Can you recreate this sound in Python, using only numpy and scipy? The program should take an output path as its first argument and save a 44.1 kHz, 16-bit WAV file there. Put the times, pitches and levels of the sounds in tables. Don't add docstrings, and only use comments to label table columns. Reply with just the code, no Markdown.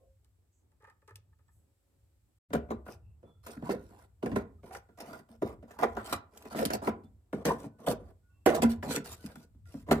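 import sys
import numpy as np
from scipy import signal
from scipy.fft import rfft, irfft, next_fast_len
from scipy.io import wavfile
from scipy.ndimage import uniform_filter1d, map_coordinates

SR = 44100
rng = np.random.default_rng(int(sys.argv[2]) if len(sys.argv) > 2 else 0)


def generate_wav(signal):
    frames = np.transpose(np.atleast_2d(signal))
    scaled = np.clip(frames, -1, 1) * 32767
    pcm = np.round(scaled).astype(np.int16)
    wavfile.write(sys.argv[1], SR, pcm)


def level_to_linear(level):
    exponent = np.asarray(level, float) / 20
    return 10 ** exponent


N = 441000

# (time [s], rumble level [dB])
TRAFFIC = [
    (0, -68),
    (.45, -74),
    (1.1, -71.5),
    (1.6, -70.5),
    (2.39, -71.5),
    (2.49, -63),
    (5.3, -65.5),
    (7.2, -64),
    (8.4, -68),
    (10, -59.5),
]
# (frequency [Hz], density [dB per Hz])
RUMBLE_SPECTRUM = [(12, -69.5), (32, -29), (51, -7.5), (76, -3.5), (100, -3), (130, -18), (200, -26),
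                   (440, -120)]
# (frequency [Hz], density [dB per Hz])
DRONE_SPECTRUM = [(76, -30.5), (130, -9), (260, -2), (380, -5), (560, -11), (900, -14.5), (2500, -34.5),
                  (3300, -79.5), (5500, -120)]
DRONE_DB, DRONE_SHARE = -81.5, 0.26
SHUDDER_DB, SHUDDER_S, SHUDDER_DRONE_DB = -11, 0.17, -20
# (frequency [Hz], density [dB per Hz])
HISS_SPECTRUM = [(710, -40), (1200, -6), (2000, -8), (6500, -11), (7800, -3), (9200, -10), (14500, -9),
                 (16000, -17)]
HISS_DB = -91

# (start [s], length [s],
# frequency [Hz], level [dB])
SINGING_MODES = [(0, 0.2, 535, -71), (0, 0.09, 1070, -87), (.89, 0.088, 94, -63.5),
                 (1.107, 0.14, 101.5, -59), (5.31, 0.12, 226, -66), (5.308, 0.12, 457, -71),
                 (1.463, 0.23, 7750, -84), (1.553, 1, 550, -91), (2.528, 0.21, 68, -46),
                 (2.662, 0.3, 68, -55), (2.6, 0.087, 2680, -88), (2.728, .058, 2660, -83),
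                 (3.25, 0.2, 3440, -80), (7.046, 0.05, 3500, -80), (7.459, 0.094, 225, -37.5),
                 (7.66, 0.23, 1480, -80), (8.227, 0.16, 1457, -80), (8.296, 0.19, 2690, -84.5),
                 (8.284, 0.18, 1116, -88), (8.621, .2, 231, -31), (9.19, 0.13, 1490, -66),
                 (9.401, 0.098, 1450, -74), (8.835, .045, 1470, -63), (7.95, .15, 1480, -80),
                 (8.9, 0.053, 1950, -58), (6.05, .07, 990, -60), (9.656, 0.061, 1400, -68),
                 (9.911, .03, 700, -25), (5.83, .025, 1200, -33), (4.705, .06, 750, -56),
                 (4.585, .03, 1250, -72), (8.461, .04, 760, -29), (5.13, .07, 640, -55)]
MODE_WIDTH_HZ, MODE_LOSS = 5.8, 0.013
# (start [s], length [s], frequency [Hz], width [Hz], level [dB])
BRUSHES = [
    (0, .12, 563, 334, -70.5),
    (0.518, 0.14, 7140, 2510, -83),
    (1.505, 0.16, 10200, 7900, -82),
    (3.021, 0.18, 2670, 282, -88.5),
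    (3.223, 0.23, 1340, 122, -81),
    (4.849, 0.39, 1420, 152, -80),
]

# (time [s], peak level [dB], low level [dB], click level [dB])
FINGER_TAPS = [(.248, -73, -2, 2), (.719, -69.5, -10, -12), (.803, -56, -10, -25), (.825, -52, -11, -24),
               (.843, -46, -28, -30), (.873, -44, -23, -32), (.901, -51.5, -25, -18),
               (1.02, -60, -1.5, -25), (1.079, -48, -12, -13), (1.109, -55.5, -10, -18),
               (1.159, -64, -22, 12.5), (1.17, -72, -5, 4), (1.095, -58, -10, -12), (1.328, -73, -11, -18),
               (1.389, -69, -9, -15), (1.483, -59, -29, -25)]
# (frequency [Hz], width [Hz], level [dB])
PLATE_MODES = [(868, 54, -2.5), (1240, 73, -2.5), (1780, 130, -6), (2490, 35, -16), (2480, 17, -11)]
RUB_T60 = 0.08

# (time [s], lag of the left port [samples])
PORT_LAG = [(0, -5), (2.2, -5), (2.7, -14), (3.1, 9), (4.4, 10), (4.7, -5), (5.2, -9), (6.2, -6), (6.7, 20),
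            (7.1, -5), (8.3, -4), (8.7, 15), (9.1, -4), (10, -6)]
# (time [s], left over right [dB])
PORT_BALANCE = [(2.49, 1), (3.03, 0), (3.7, -2.5), (4.16, -1), (4.54, -2.5), (5.33, -1), (5.83, -2.5),
                (6.15, -0.5), (6.7, -2), (7.3, 0.5), (7.9, -1.5), (8.46, -4), (8.62, -1), (9.5, -1),
                (10, -3)]
# (start [s], end [s])
SILENCE = (2.388, 2.487)

# (frequency [Hz], width [Hz], level [dB])
BOOM_MODES = [(68, 7.6, -15), (117, 9.8, -11.5), (155, 17, -5.5), (204.2, 20.6, -2.5), (231, 13.6, 0),
              (280.3, 27, -4.5)]
# (frequency [Hz], width [Hz], level [dB])
PANEL_MODES = [(347, 41.6, 1), (401.4, 34.7, 2), (467.3, 45.3, 3), (542.4, 43.8, 0), (642, 41, -4),
               (684, 60, -3), (817.5, 85, -6.5), (978.6, 62.4, -5), (1187, 130, -11)]
# (frequency [Hz], width [Hz], level [dB])
CLANK_MODES = [(1388, 162, 4), (1503, 84, 3.5), (1596, 75, 0), (1806, 110, 0), (1962, 210, -2.5),
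               (2415, 45, -3), (2402, 92, -9), (2820, 200, -13.5), (2850, 90, -14), (3870, 470, -25.5)]
# (frequency [Hz], width [Hz], level [dB])
THUD_MODES = [(222, 114, -4), (399, 241, 0.5), (720, 352, -6.5)]
# (frequency [Hz], density [dB per Hz])
GRIT_SPECTRUM = [(1470, -28), (2500, -8.5), (4730, -7), (6650, -10), (8080, -6.5), (10400, -10),
                 (14800, -11.5), (15900, -50)]

# (time [s], peak level [dB], boom level [dB], grit level [dB], bright level [dB])
PRESSED_BLOWS = [(2.534, -19, -14, -20, -1.5), (2.548, -16, -12, -41, -2),
                 (2.707, -22.5, -8.5, -40.5, -2.5), (2.865, -40, -11, -42.5, 4),
                 (2.885, -37, -26.5, -28.5, 3.5), (3.568, -48.5, 3, -21, -0.5),
                 (5.131, -40, -27, -13, -0.5), (6.454, -36, -13.5, -20.5, 1), (8.968, -32.5, 2, -20, -2.5),
                 (3.711, -26, -27, -15, -3.5), (3.747, -33, -2.5, -39, -8), (4.229, -23.5, -11.5, -50, -5),
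                 (4.261, -23.5, -12, -45, -2.5), (4.361, -18, -9, -23.5, -1),
                 (4.749, -42.5, -37, -6.5, 0.5), (5.29, -56, -12, -20, 1.5), (5.422, -19.5, -14, -55, -6),
                 (5.832, -19, -20, -33, 11), (6.126, -23.5, -10.5, -6, 5), (6.653, -28, 2, -9, -1.5),
                 (6.704, -22, -20, -20, 1), (6.735, -26.5, -9.5, -11, -1), (6.875, -16.5, -13.5, -30, 1),
                 (7.331, -23, -4, -36, -3), (7.484, -20, -8, -21, 0.5), (7.642, -36, -2.5, -42, -3),
                 (7.873, -29, -11, -24, 6), (8.548, -29, -16.5, -3, -2.5), (9.742, -42, 2, -30, -3),
                 (9.913, -9, -11, -20, 0), (5.952, -37.5, -14.5, -25, -1), (6.629, -33.5, -9.5, -9.5, 1.5),
                 (6.857, -37, -12, -15, 5), (8.889, -33, -3.5, -14, 0.5), (8.907, -30.5, -7, -14, 5),
                 (9.9, -28, -2, -40, -5), (9.358, -46, -4, -14.5, 0), (8.629, -18, -10.5, -34, 0.5),
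                 (8.502, -20.5, -18.5, -31, -3)]
# (time [s], peak level [dB], boom level [dB], grit level [dB], bright level [dB])
FREE_BLOWS = [(2.506, -41.5, -2, -39.5, -2.5), (2.69, -46, -8, -39.5, 5), (3.23, -49.5, -6.5, -58, -5.5),
              (3.465, -39, -11.5, -13, 4.5), (3.625, -36.5, -1, -31, -0.5), (3.693, -18, -10, -35, -8),
              (4.318, -29, -4, -38, -1.5), (4.634, -41, -10, -45, -5), (4.71, -45, -40, -22, 6),
              (4.891, -50, -12, -45, -6), (5.003, -38, -35, -7, 1.5), (5.628, -46, -2, -30, -3),
              (5.708, -43.5, -16.5, -13.5, 2.5), (5.789, -33, -29.5, -18.5, 3.5), (5.824, -24, -27, -28, 4),
              (5.97, -27, -15, -27, 6), (6.548, -27, -10, -32, -1.5), (6.591, -26, -7.5, -14, -3),
              (6.819, -35, -4.5, -30, 0), (7.036, -63, 10, -5, 0), (7.453, -21, -6.5, -9, 1),
              (8.462, -8, -30.5, -23.5, -1.5), (8.621, -19, -9.5, -9.5, -3.5), (8.829, -31, -7.5, -15.5, 3),
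              (9.242, -48.5, 8.5, -21.5, -3.5), (9.549, -73, 16, -31.5, -6), (9.887, -32.5, 1, -31.5, -1)]
PRESSED_T60, FREE_T60 = 0.22, 0.39
BLOW_CLANK_DB, BLOW_CLANK_SHARE = -8, 0.24
BRIGHT_CLANK_SHARE = 0.7
THUD_DB, REBOUND_S, REBOUND_DB = 13, 0.004996, -4.5
GRIND_LEAD, GRIND_S, GRIND_DB, GRIND_GRIT_DB = 0.0068, 0.024, -18.5, 4.5

# (start [s], length [s], panel level [dB], grit level [dB], bright level [dB])
EDGE_DRAGS = [(2.852, 0.095, -62.5, -3, 0), (3.225, .08, -66, -25, 0), (5.285, .07, -62, -14, 0),
              (5.14, .06, -50, -15, 3), (7.99, .12, -60, -22, -1.5), (3.43, 0.11, -57.5, -5.5, -0.5),
              (3.528, 0.11, -59, -19, -1), (3.639, 0.04, -46, -12.5, 1), (3.765, 0.14, -62.5, -12, -7.5),
              (3.886, .16, -59.5, -12, 1.5), (4.226, 0.19, -46, -28, -4), (4.626, 0.11, -60, -13, 2),
              (4.72, 0.05, -51, -3, 3), (4.971, 0.21, -49.5, -15.5, 3.5), (5.446, 0.087, -47.5, -19, 1.5),
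              (5.672, 0.1, -58, -15, 2.5), (5.789, .03, -43, -17.5, 5.5), (5.881, 0.21, -57.5, -12.5, 0.5),
              (6.043, .08, -49, -5.5, 5.5), (6.315, 0.172, -60.5, -10.5, 2),
              (6.499, 0.031, -40.5, -12.5, 0), (6.551, 0.08, -33.5, -16, -1.5),
              (6.704, 0.037, -43, -11.5, 0), (6.818, 0.04, -37.5, -16.5, 0.5),
              (7.347, 0.078, -48, -27.5, -0.5), (7.448, 0.068, -32, -21, 0.5),
              (7.518, 0.15, -48, -15.5, -5), (7.783, .071, -50.5, -23.5, -3),
              (7.862, 0.056, -26, -16.5, -1.5), (8.463, 0.13, -35, -28.5, 1), (8.688, 0.046, -47.5, -6, 1),
              (8.838, 0.056, -42, -17, -1), (8.89, 0.083, -37.5, -4.5, -2), (9.041, 0.1, -48, -2, -3),
              (9.161, 0.12, -62.5, -5, -5), (9.244, 0.06, -55, -10, -3.5), (9.301, 0.14, -61, -8, -6),
              (9.657, 0.17, -62, -7, -4.5), (9.863, .04, -47.5, -25, 2), (9.927, .067, -44, -21.5, 0)]
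DRAG_CLANK_DB, DRAG_CLANK_SHARE = -3.5, 0.64
DRAG_BOOM_DB, DRAG_BOOM_SHARE = -9, -0.27
EDGE_DB, EDGE_SHARE, PANEL_SHARE = 0.5, 0.48, -0.26
SLIPS_PER_S, SLIP_DB, SLIP_SPREAD_DB = 57, 18.5, 4
# (time [s], grit peak level [dB], clank level [dB])
RUST_SNAPS = [(3.535, -42, -8), (3.572, -52, 8), (4.365, -49, 9.5), (4.752, -45, 14), (5.836, -34, 16),
              (6.129, -22, -4), (6.312, -68, -9), (6.375, -38, -13.5), (6.425, -39, -10), (6.654, -12, -29),
              (6.706, -30, -8), (4.262, -40, 8), (6.661, -22, -20), (6.85, -36, -5), (6.737, -20, -12),
              (9.132, -38, -7), (9.915, -18.5, 3.5), (8.4612, -27.5, 2.5), (8.91, -26, -0.5),
              (9.056, -36, -4), (9.2633, -33, -10), (9.358, -39, 0), (9.657, -50.5, -9)]


def unit(x):
    return x / np.sqrt(np.mean(x ** 2) + 1e-20)


def curves(rows):
    s, *cols = np.transpose(rows)
    return [np.interp(np.arange(N) / SR, s, c) for c in cols]


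def wobble(rate):
    knots = rng.standard_normal(int(N * rate / SR) + 2)
    return np.interp(np.arange(N) * rate / SR, np.arange(len(knots)), knots)


def lag(x, seconds):
    k = 1 / (seconds * SR)
    return signal.lfilter([k], [1, k - 1], x)


def coloured(x, response):
    m = next_fast_len(N + SR // 2)
    h = response(np.fft.rfftfreq(m, 1 / SR))
    h = h / np.sqrt(np.mean(np.abs(h) ** 2))
    return irfft(rfft(x, m) * h, m)[..., :N]


def spectrum(points):
    f, db = np.transpose(points)
    return lambda hz: level_to_linear(np.interp(np.log(hz + 1), np.log(f + 1), db))


def resonances(modes):
    def response(f):
        total = 0
        for k, (centre, width, db) in enumerate(modes):
            loss = 1j * f * width
            total = total + (-1) ** k * level_to_linear(db) * loss / (centre * centre - f * f + loss + 1e-9)
        return total
    return response


def street(metal):
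    def pair(turn):
        mix = np.array([[np.cos(turn), np.sin(turn)], [np.cos(turn), -np.sin(turn)]])
        return mix @ rng.standard_normal((2, N))

    traffic_db, = curves(TRAFFIC)
    pan_motion = lag(lag(metal.mean(axis=0), 0.00089), 0.00089)
    shudder = level_to_linear(SHUDDER_DB) * np.sqrt(lag(pan_motion ** 2, SHUDDER_S / 2))
    far = level_to_linear(DRONE_DB + DRONE_SHARE * (traffic_db - traffic_db.mean()))
    rumble_level = np.hypot(level_to_linear(traffic_db), shudder) * level_to_linear(2.5 + 4.4 * wobble(9.4))
    drone_level = np.hypot(far, level_to_linear(SHUDDER_DRONE_DB) * shudder) * level_to_linear(2.5 * wobble(17))
    hiss_level = level_to_linear(HISS_DB + 6 + 1.3 * wobble(1.6))
    rumble = rumble_level * coloured(pair(turn=0.15), spectrum(RUMBLE_SPECTRUM))
    drone = drone_level * coloured(pair(turn=0.61), spectrum(DRONE_SPECTRUM))
    hiss = hiss_level * coloured(rng.standard_normal((2, N)), spectrum(HISS_SPECTRUM))
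    return rumble + drone + hiss


def singing():
    out = np.zeros((2, N + SR))
    modes = [(s, length, hz, MODE_WIDTH_HZ + MODE_LOSS * hz, db) for s, length, hz, db in SINGING_MODES]
    for s, length, hz, width, db in modes + BRUSHES:
        t = np.arange(round(length * SR)) / SR
        knots = rng.standard_normal((4, 4000))
        a, b, c, d = (map_coordinates(k, [t * width]) for k in knots)
        steady = 10 / width
        wide = min(hz / 900, 1)
        shared = steady + a + 1j * b
        pair = np.real(np.array([shared, shared + wide * (c + 1j * d)]) * np.exp(2j * np.pi * hz * t))
        swell = np.abs(np.sin(np.pi * (t / length) ** 0.54)) ** 1.2
        out[:, round(s * SR):][:, :len(t)] += level_to_linear(db) * swell * pair
    return out[:, :N]


def cabin(x):
    out, step = np.zeros((2, N + SR)), SR // 2
    for at in range(0, N, step):
        hz, t, z = signal.stft(rng.standard_normal((2, SR // 2)), SR, nperseg=256)
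        t60 = np.interp(np.log(hz + 1), np.log([200, 1500, 10000]), [0.45, 0.3, 0.1])
        wide = np.clip(hz / 900, 0, 1)[:, None] ** 3.9
        z = np.array([z[0] + wide * z[1], z[0] - wide * z[1]])
        tail = signal.istft(z * level_to_linear(-60 * t / t60[:, None]), SR, nperseg=256)[1]
        tail = tail / np.sqrt(np.sum(tail[0] ** 2))
        answer = signal.fftconvolve(x[:, at:at + step], tail, axes=1)
        out[:, at:at + answer.shape[1]] += answer
    return out[:, :N]


def bursts(times, levels_db, t60s, attack, shock_db):
    power, t = np.zeros(N + SR), np.arange(SR // 4) / SR
    for s, db, t60 in zip(times, levels_db, t60s):
        rattle = level_to_linear(2 * (db - 60 * t / np.clip(t60, 0.01, 0.2)))
        shock = level_to_linear(2 * (db + shock_db - 60 * t / 0.0065))
        power[round((s - 0.002) * SR):][:len(t)] += (rattle + shock) * (1 - np.exp(-t / attack)) ** 2
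    return np.sqrt(power[:N])


def delayed(force):
    late = np.clip(np.arange(N) - np.round(curves(PORT_LAG)[0]).astype(int), 0, N - 1)
    return np.array([force[late], force])


def ports(env, noise, alike, lumpy_db, rate, kick=0):
    shared, left, right = env * unit(level_to_linear(lumpy_db * wobble(rate)) * noise)
    return delayed(np.sqrt(alike) * shared + kick) + np.sqrt(1 - alike) * np.array([left, right])


def plate():
    s, db, low_db, click_db = np.transpose(FINGER_TAPS)
    t60 = np.full(len(FINGER_TAPS), RUB_T60)
    skin = rng.standard_normal((3, N))
    ring = bursts(s, db - 3.5, t60, attack=0.0018, shock_db=-9)
    low = bursts(s, db + low_db + 3.5, t60, attack=0.0042, shock_db=-9)
    click = bursts(s, db + click_db + 2, 0.4 * t60, attack=0.0003, shock_db=7.5)
    ring = ports(ring, skin, alike=0.62, lumpy_db=5.5, rate=150)
    low = ports(low, skin, alike=1.0, lumpy_db=8.5, rate=190)
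    click = ports(click, skin, alike=0.72, lumpy_db=2.5, rate=300)
    dull = resonances([(430, 61, -0.45), (568, 38, -0.54)])
    return coloured(ring, resonances(PLATE_MODES)) + coloured(low, dull) + coloured(click, spectrum(GRIT_SPECTRUM))


def strokes(spans, levels_db, rise, fall):
    env = np.zeros(N)
    for (s, length), db in zip(spans, levels_db):
        span = slice(round(s * SR), round((s + length) * SR))
        env[span] = np.maximum(env[span], level_to_linear(db))
    return np.maximum(lag(env, rise), lag(env, fall))


def patchy(patchy_db):
    z = signal.stft(rng.standard_normal((3, N)), nperseg=512)[2]
    field = uniform_filter1d(rng.standard_normal(z.shape[1:]), size=3, axis=0)
    field = uniform_filter1d(field, size=9, axis=1)
    return signal.istft(z * level_to_linear(patchy_db * unit(field)), nperseg=512)[1][:, :N]


def kicks(times, levels_db):
    out = np.zeros(N)
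    out[np.round((times + 0.0005) * SR).astype(int)] = level_to_linear(levels_db)
    return lag(lag(out, 0.00004), 0.00004)


def thud(s, db):
    push = sum(kicks(s + k * REBOUND_S, db + THUD_DB + k * REBOUND_DB) * (-1) ** k for k in range(3))
    return coloured(delayed(push), resonances(THUD_MODES))


def snaps():
    s, db, clank_db = np.transpose(RUST_SNAPS)
    brief = np.full(len(RUST_SNAPS), 0.035)
    grit = bursts(s, db - 11.0, brief, attack=0.0002, shock_db=1.5)
    clank = bursts(s, db + clank_db - 6, brief, attack=0.00019, shock_db=-1.0)
    return grit, clank


def panel():
    blows = PRESSED_BLOWS + FREE_BLOWS
    s, db, boom_db, grit_db, bright_db = np.transpose(blows)
    clank_db = BLOW_CLANK_DB + BLOW_CLANK_SHARE * grit_db + BRIGHT_CLANK_SHARE * bright_db
    t60 = np.repeat([PRESSED_T60, FREE_T60], [len(PRESSED_BLOWS), len(FREE_BLOWS)])

    grinds = [(at - GRIND_LEAD, GRIND_S, peak + GRIND_DB, grit + GRIND_GRIT_DB, bright)
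              for at, peak, _, grit, bright in blows]
    drags = np.array(EDGE_DRAGS + grinds)
    spans, (drag_db, drag_grit, drag_bright) = drags[:, :2], drags[:, 2:].T
    drag_boom_db = drag_db + DRAG_BOOM_DB + DRAG_BOOM_SHARE * drag_grit
    drag_panel_db = drag_db + PANEL_SHARE * drag_grit
    drag_clank_db = drag_db + DRAG_CLANK_DB + DRAG_CLANK_SHARE * drag_grit + BRIGHT_CLANK_SHARE * drag_bright
    edge_db = drag_db + EDGE_DB + EDGE_SHARE * drag_grit + drag_bright
    catch = 2.0 * wobble(40)

    def force(hit, level_db):
        drag = strokes(spans, level_db, rise=0.0097, fall=0.0082)
        return np.hypot(hit, level_to_linear(catch + 0.84 * wobble(25)) * drag)

    boom_hit = bursts(s, db + boom_db - 0.5, 0.5 * t60, attack=0.0013, shock_db=5.5)
    body_hit = bursts(s, db - 9, 0.43 * t60, attack=0.00036, shock_db=-0.5)
    ribs_hit = bursts(s, db + bright_db - 13.5, 0.36 * t60, attack=0.00024, shock_db=4.0)
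    clank_hit = bursts(s, db + clank_db - 3.5, 0.51 * t60, attack=0.000077, shock_db=8.0)
    grit_hit = bursts(s + 0.0022, db + grit_db - 2.0, 0.23 * t60, attack=0.00013, shock_db=-0.5)
    boom = force(boom_hit, drag_boom_db)
    body = force(body_hit, drag_panel_db - 8.0)
    ribs = force(ribs_hit, drag_panel_db + drag_bright - 12.5)
    snap_grit, snap_clank = snaps()
    clank = np.hypot(force(clank_hit, drag_clank_db - 1.0), snap_clank)
    grit = np.hypot(force(grit_hit, drag_db + drag_grit + 1.5), snap_grit)

    slip = (rng.random(N) < SLIPS_PER_S / SR) * level_to_linear(SLIP_DB + SLIP_SPREAD_DB * rng.standard_normal(N))

    def slips(level_db):
        return slip * strokes(spans, level_db, rise=0.0066, fall=0.0073)

    rust = patchy(patchy_db=3.5)
    boom = ports(boom, rust, alike=0.96, lumpy_db=5.5, rate=120, kick=kicks(s, db + boom_db + 25.5))
    body = ports(body, rust, alike=0.81, lumpy_db=3.0, rate=160, kick=kicks(s, db + 12.0))
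    ribs = ports(ribs, rust, alike=0.6, lumpy_db=3.5, rate=170, kick=kicks(s, db + bright_db + 8.5))
    clank = ports(clank, rust, alike=0.19, lumpy_db=2.5, rate=200, kick=kicks(s, db + clank_db + 6.0))
    grit = ports(grit, patchy(patchy_db=4.5), alike=0.3, lumpy_db=4.0, rate=300)
    grit = grit + delayed(slips(drag_db + drag_grit - 12.0))
    edge = force(0, edge_db - 6.0)
    edge = ports(edge, patchy(patchy_db=7.5), alike=0.6, lumpy_db=5.0, rate=120, kick=slips(edge_db))

    upper = thud(s, db)
    upper = upper + coloured(body, resonances(PANEL_MODES[:5]))
    upper = upper + coloured(ribs, resonances(PANEL_MODES[5:]))
    upper = upper + coloured(edge, resonances(PANEL_MODES[4:]))
    upper = upper + coloured(clank, resonances(CLANK_MODES))
    upper = upper + coloured(grit, spectrum(GRIT_SPECTRUM))
    balance_db, = curves(PORT_BALANCE)
    side = level_to_linear(np.array([balance_db, -balance_db]) / 2)
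    return coloured(boom, resonances(BOOM_MODES)) + side * upper


def scene():
    metal = panel() + plate()
    return metal + level_to_linear(-12.5) * cabin(metal) + singing() + street(metal)


def roll_off(x):
    return signal.sosfilt(signal.butter(12, 16510, fs=SR, output="sos"), x)


def record(dry):
    t = np.arange(N) / SR
    fade_out = (SILENCE[0] - t) / 0.004
    fade_in = (t - SILENCE[1]) / 0.015
    running = np.clip(np.maximum(fade_out, fade_in), 1e-4, 1)
    return roll_off(dry * running)


dry = scene()
out = record(dry)
generate_wav(out)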